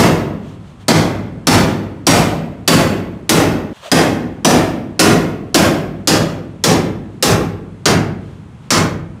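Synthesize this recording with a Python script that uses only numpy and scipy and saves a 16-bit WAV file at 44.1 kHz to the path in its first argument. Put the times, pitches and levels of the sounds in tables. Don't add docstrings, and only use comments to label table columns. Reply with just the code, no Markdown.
import sys
import numpy as np
from scipy import signal
from scipy.io import wavfile
from scipy.ndimage import uniform_filter1d, minimum_filter1d

SR = 44100
rng = np.random.default_rng(int(sys.argv[2]) if len(sys.argv) > 2 else 0)


def dump(signal):
    limited = np.clip(np.atleast_2d(signal).T, -1, 1)
    pcm = np.round(limited * 32767).astype(np.int16)
    wavfile.write(sys.argv[1], SR, pcm)


N = 405719

# start in seconds, force in dB, crack gain in dB, treble tilt in dB per
# octave, frequency of the dented wall in Hz, gain of that wall's ring in dB.
BLOWS = [(-.04, 0.5, -11, -2.5, 5000, -7.5), (0.882, -1, -8, -4, 4610, -0.5),
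         (1.4699, 1, -8.5, -2, 5370, 1), (2.0675, 1, -8, -1, 5690, 2), (2.677, 1, -3.5, -0.6, 4650, 1),
         (3.293, .5, 3, -1.5, 5660, -4.5), (3.916, -0.5, -8.5, -3, 4960, 2), (4.447, .5, -13, -2, 5980, -1),
         (4.993, 1, -2.5, -0.9, 5350, -0.5), (5.5442, 0, -7.5, -1.2, 5240, -6),
         (6.0733, -3.5, 1, -1.9, 5000, 4.5), (6.6386, -2, 3.5, -2.8, 5500, -3.5),
         (7.2254, -2.5, 3.5, -0.6, 5580, -3.5), (7.8561, -4, -0.5, -4.5, 5570, -8),
         (8.7052, -5, -5, -0.5, 4780, 5.5)]
# nominal frequency in Hz, relative level in dB, decay time (t60) in
# seconds before the fold shortens it.
TUBE_MODES = [(1029, -20.5, 0.53), (1135, -24.5, .45), (1780, -24, 0.47), (2080, -32, .35),
              (3145, -30.5, 0.34), (3900, -24, 0.22), (4700, -25, 0.38), (5010, -22.5, .28),
              (5390, -22.5, .28), (5620, -24, .25), (6740, -26.5, 0.25), (6840, -27, .35),
              (7380, -23, 0.41), (9400, -26, 0.2)]
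# frequency in Hz, relative level in dB, t60 in seconds.
BENCH_MODES = [(55.95, -28.5, 2), (100.8, -17.5, 1.54), (163.5, -8, 0.87), (258.6, -13.5, 0.38),
               (322.5, -13.5, 0.91), (360, -24.5, 0.91), (468, -20.5, 0.63), (537, -12.5, 0.3)]
# frequency in Hz, relative third-octave level in dB.
BOOM_SPECTRUM = [(35, -38), (70, -31), (125, -20.5), (200, -13.5), (320, -13), (700, -12), (1300, -15.5),
                 (2500, -15.5), (3800, -15), (5200, -10.5), (7500, -13.5), (11000, -16), (15000, -29)]
# frequency in Hz, t60 in seconds before the fold shortens it.
ROOM_T60 = [(60, 1.1), (150, 1.34), (320, 1.106), (800, 0.83), (2000, 0.79), (5000, 0.55), (10000, .47),
            (15000, 0.7)]
# frequency in Hz, relative third-octave level in dB.
CRACK_SPECTRUM = [(100, -38), (350, -11.5), (900, -18), (2500, -14.5), (3700, -7.5), (5200, -5), (7500, -8),
                  (15000, -16.5)]
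# time of peak in seconds, Gaussian half width in seconds, rustle level in dB.
RUSTLES = [(.49, 0.054, -47), (0.686, 0.047, -51.5), (.818, 0.016, -47), (3.772, 0.029, -43),
           (3.864, 0.029, -33), (7.138, 0.024, -57), (8.286, 0.075, -52.5), (8.654, .03, -53.5)]
# frequency in Hz, relative third-octave level in dB.
SLEEVE_SPECTRUM = [(100, -43), (500, 1), (1200, 5.5), (2100, 0), (3200, 7), (5000, -3), (7200, 0),
                   (11000, -12), (15000, -13)]
# frequency in Hz, third-octave level in dB.
RUMBLE_SPECTRUM = [(30, -74.5), (55, -55), (100, -45), (170, -41.5), (300, -55), (600, -59), (1000, -56),
                   (1600, -60.5), (3200, -64), (5000, -71), (7800, -69), (10000, -74), (15000, -95)]

BAND_HZ = 31.25 * 2 ** (np.arange(28) / 3)
TIME = np.arange(N) / SR
AGE = np.arange(SR) / SR
HUSH_S = 3.731


def from_db(db):
    return 10 ** (np.asarray(db) / 20)


def at_hz(table, hz):
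    table_hz, value = np.transpose(table)
    return np.interp(np.log(hz), np.log(table_hz), value)


def bell(x, centre, half_width):
    return np.exp(-.5 * ((x - centre) / half_width) ** 2)


def hump(x, centre, octaves):
    return bell(np.log2(x / centre), 0, octaves)


def decay(t60):
    return from_db(-60 * AGE / t60)


def build_up(rise_s):
    return 1 - np.exp(-AGE / rise_s)


def band_noise(hz, shape, octaves=1 / 3):
    edges = hz * 2 ** (np.array([-.5, .5]) * octaves)
    white = rng.standard_normal(shape[:-1] + (shape[-1] + SR // 10,))
    band_pass = signal.butter(2, edges, "band", fs=SR, output="sos")
    band = signal.sosfilt(band_pass, white)[..., -shape[-1]:]
    return band / band.std()


def steady_noise(spectrum):
    return sum(from_db(at_hz(spectrum, hz)) * band_noise(hz, (N,)) for hz in BAND_HZ)


def workshop_rumble(lull_db=-13):
    next_blow_s = min(row[0] for row in BLOWS if row[0] > HUSH_S)
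    lull = (TIME > HUSH_S) & (TIME < next_blow_s)
    return steady_noise(RUMBLE_SPECTRUM) * from_db(lull_db * lull)


def sleeve_rustle():
    cloth = steady_noise(SLEEVE_SPECTRUM)
    motion = sum(from_db(db) * bell(TIME, peak_s, half_s) for peak_s, half_s, db in RUSTLES)
    return motion * cloth / cloth.std()


def hammer_whistle(peak_s=3.866, half_s=.02, level_db=-31.5, slow_hz=494, fast_hz=660, width_hz=45):
    speed = bell(TIME, peak_s, half_s)
    hz = slow_hz + (fast_hz - slow_hz) * speed
    eddies = signal.sosfilt(signal.butter(2, width_hz, fs=SR, output="sos"), rng.standard_normal(N))
    whistle = (1 + eddies / eddies.std()) * np.sin(2 * np.pi * np.cumsum(hz) / SR)
    return from_db(level_db) * speed * whistle


def register_levels(fold, ring_db):
    yielding = hump(fold + 1e-9, centre=.11, octaves=2.1)
    thump_db = 1.5 + 5 * fold - 3.5 * yielding
    knock_db = -.75 + 3.5 * yielding
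    clank_db = -.5 + 9 * fold ** 3.5
    clang_db = -2.5 + 7 * fold ** 1.2 + .3 * ring_db
    return thump_db, knock_db, clank_db, clang_db


def excitation(hz, landing, treble_hz=4000):
    thump_db, knock_db, clank_db, clang_db, tilt_db = landing
    low_db = thump_db * hump(hz, 91.5, octaves=.66) + knock_db * hump(hz, 292, octaves=.3)
    metal_db = clank_db * hump(hz, 1350, octaves=.53) + clang_db * hump(hz, 5260, octaves=.58)
    treble_db = tilt_db * np.log2(np.hypot(1, hz / treble_hz))
    return from_db(low_db + metal_db + treble_db)


def mode(hz, t60, scatter, mixing_s=.015, wander_s=.016):
    knots = np.arange(0, AGE[-1] + .1, wander_s)
    draws = rng.standard_normal((len(BLOWS), 2, len(knots)))
    reflections = np.array([np.interp(AGE, knots, real + 1j * imag) for real, imag in draws])
    wander = scatter * build_up(mixing_s) * reflections
    phase = 2 * np.pi * (hz * AGE + rng.random((len(BLOWS), 1)))
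    return decay(t60) * ((1 + wander.real) * np.sin(phase) + wander.imag * np.cos(phase))


def bench_hum(landing, hum_rise_s=.0045, rocking_rise_s=.036, rocking_below_hz=120):
    hum = 0
    for hz, db, t60 in BENCH_MODES:
        onset = build_up(rocking_rise_s if hz < rocking_below_hz else hum_rise_s)
        hum += from_db(db) * excitation(hz, landing) * onset * mode(hz, t60, scatter=.47)
    return hum


def bench_heave(landing, gain_db=-19, hz=104, peak_s=.105, half_s=.033):
    rumble = band_noise(hz, (len(BLOWS), len(AGE)), octaves=.5)
    return from_db(gain_db) * excitation(hz, landing) * bell(AGE, peak_s, half_s) * rumble


def bench_thud(landing, gain_db=-3, high_hz=470, low_hz=195, glide_s=.01984, peak_s=.026, half_s=.011):
    hz = low_hz + (high_hz - low_hz) * np.exp(-AGE / glide_s)
    detuning = rng.uniform(.93, 1.07, (len(BLOWS), 1))
    chirp = np.sin(2 * np.pi * detuning * np.cumsum(hz) / SR)
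    return from_db(gain_db) * excitation(hz.mean(), landing) * bell(AGE, peak_s, half_s) * chirp


def crack_and_boom(landing, crack_db, ring_scale, crack_t60=.2, contact_s=.015, contact_db=4,
                   room_rise_s=.0036, damped_above_hz=400):
    pressing = from_db(contact_db * np.exp(-(AGE / contact_s) ** 2))
    noise = 0
    for hz in BAND_HZ:
        period_s = 1 / hz
        damping = 1 / (1 + (damped_above_hz / hz) ** 2)
        boom_t60 = at_hz(ROOM_T60, hz) * ring_scale ** damping
        crack = from_db(crack_db + at_hz(CRACK_SPECTRUM, hz)) * pressing
        crack = crack * decay(crack_t60) * build_up(period_s)
        boom = from_db(at_hz(BOOM_SPECTRUM, hz)) * decay(boom_t60) * build_up(room_rise_s + period_s)
        envelope = excitation(hz, landing) * np.hypot(crack, boom)
        noise += envelope * band_noise(hz, (len(BLOWS), len(AGE)))
    return noise


def crumple(sounds, slip_energy=.13, slip_t60=.05, size=SR // 40, low_cut_hz=400):
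    slips = rng.standard_normal((len(BLOWS), size)) * decay(slip_t60)[:size]
    slips *= np.sqrt(slip_energy) / np.linalg.norm(slips, axis=1, keepdims=True)
    slips = signal.sosfilt(signal.butter(2, low_cut_hz, "high", fs=SR, output="sos"), slips)
    return sounds + signal.fftconvolve(sounds, slips, axes=1)[:, :len(AGE)]


def tube_ring(landing, wall_hz, ring_db, ring_scale, detune=.007, spread_db=2, wall_gain_db=-10.5):
    body = 0
    for hz, db, t60 in TUBE_MODES:
        shift, strength = rng.standard_normal((2, len(BLOWS), 1))
        gain = from_db(db + spread_db * strength) * excitation(hz, landing)
        body += gain * mode(hz * (1 + detune * shift), t60 * ring_scale, scatter=1)
    wall = mode(wall_hz, t60=.32 * ring_scale, scatter=.6)
    return body + from_db(wall_gain_db + ring_db) * wall


def hammering(fold_power=3, upright_scale=.93, flat_scale=.64):
    starts_s, force_db, crack_db, tilt_db, wall_hz, ring_db = np.transpose(BLOWS)[:, :, None]
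    fold = np.linspace(0, 1, len(BLOWS))[:, None] ** fold_power
    landing = (*register_levels(fold, ring_db), tilt_db)
    ring_scale = upright_scale + (flat_scale - upright_scale) * fold
    noise = crumple(crack_and_boom(landing, crack_db, ring_scale))
    tube = tube_ring(landing, wall_hz, ring_db, ring_scale)
    bench = bench_thud(landing) + bench_heave(landing) + bench_hum(landing)
    sounds = from_db(force_db) * (noise + tube + bench)
    track = np.zeros(N)
    for start_s, sound in zip(starts_s[:, 0], sounds):
        samples = round(start_s * SR) + np.arange(len(AGE))
        end = HUSH_S * SR if start_s < HUSH_S else N
        heard = (samples >= 0) & (samples < end)
        track[samples[heard]] += sound[heard]
    return track


def scene():
    return (hammering() + sleeve_rustle() + hammer_whistle() + workshop_rumble())[None]


def limiter(x, ceiling_db=1, release_db_per_s=170, size=64):
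    excess_db = np.maximum(20 * np.log10(np.abs(x) + 1e-9) - ceiling_db, 0)
    release_db = release_db_per_s * TIME
    held_db = np.maximum.accumulate(excess_db + release_db, axis=-1) - release_db
    gain_db = uniform_filter1d(minimum_filter1d(-held_db, size), size)
    return x * from_db(gain_db)


def record(dry, low_cut_hz=42, top_cut_hz=15500):
    limited = limiter(signal.sosfilt(signal.butter(4, low_cut_hz, "high", fs=SR, output="sos"), dry))
    rounded = limited / (1 + limited ** 8) ** (1 / 8)
    return signal.sosfilt(signal.ellip(10, .2, 90, top_cut_hz, fs=SR, output="sos"), rounded)


dry = scene()
out = record(dry)
dump(out)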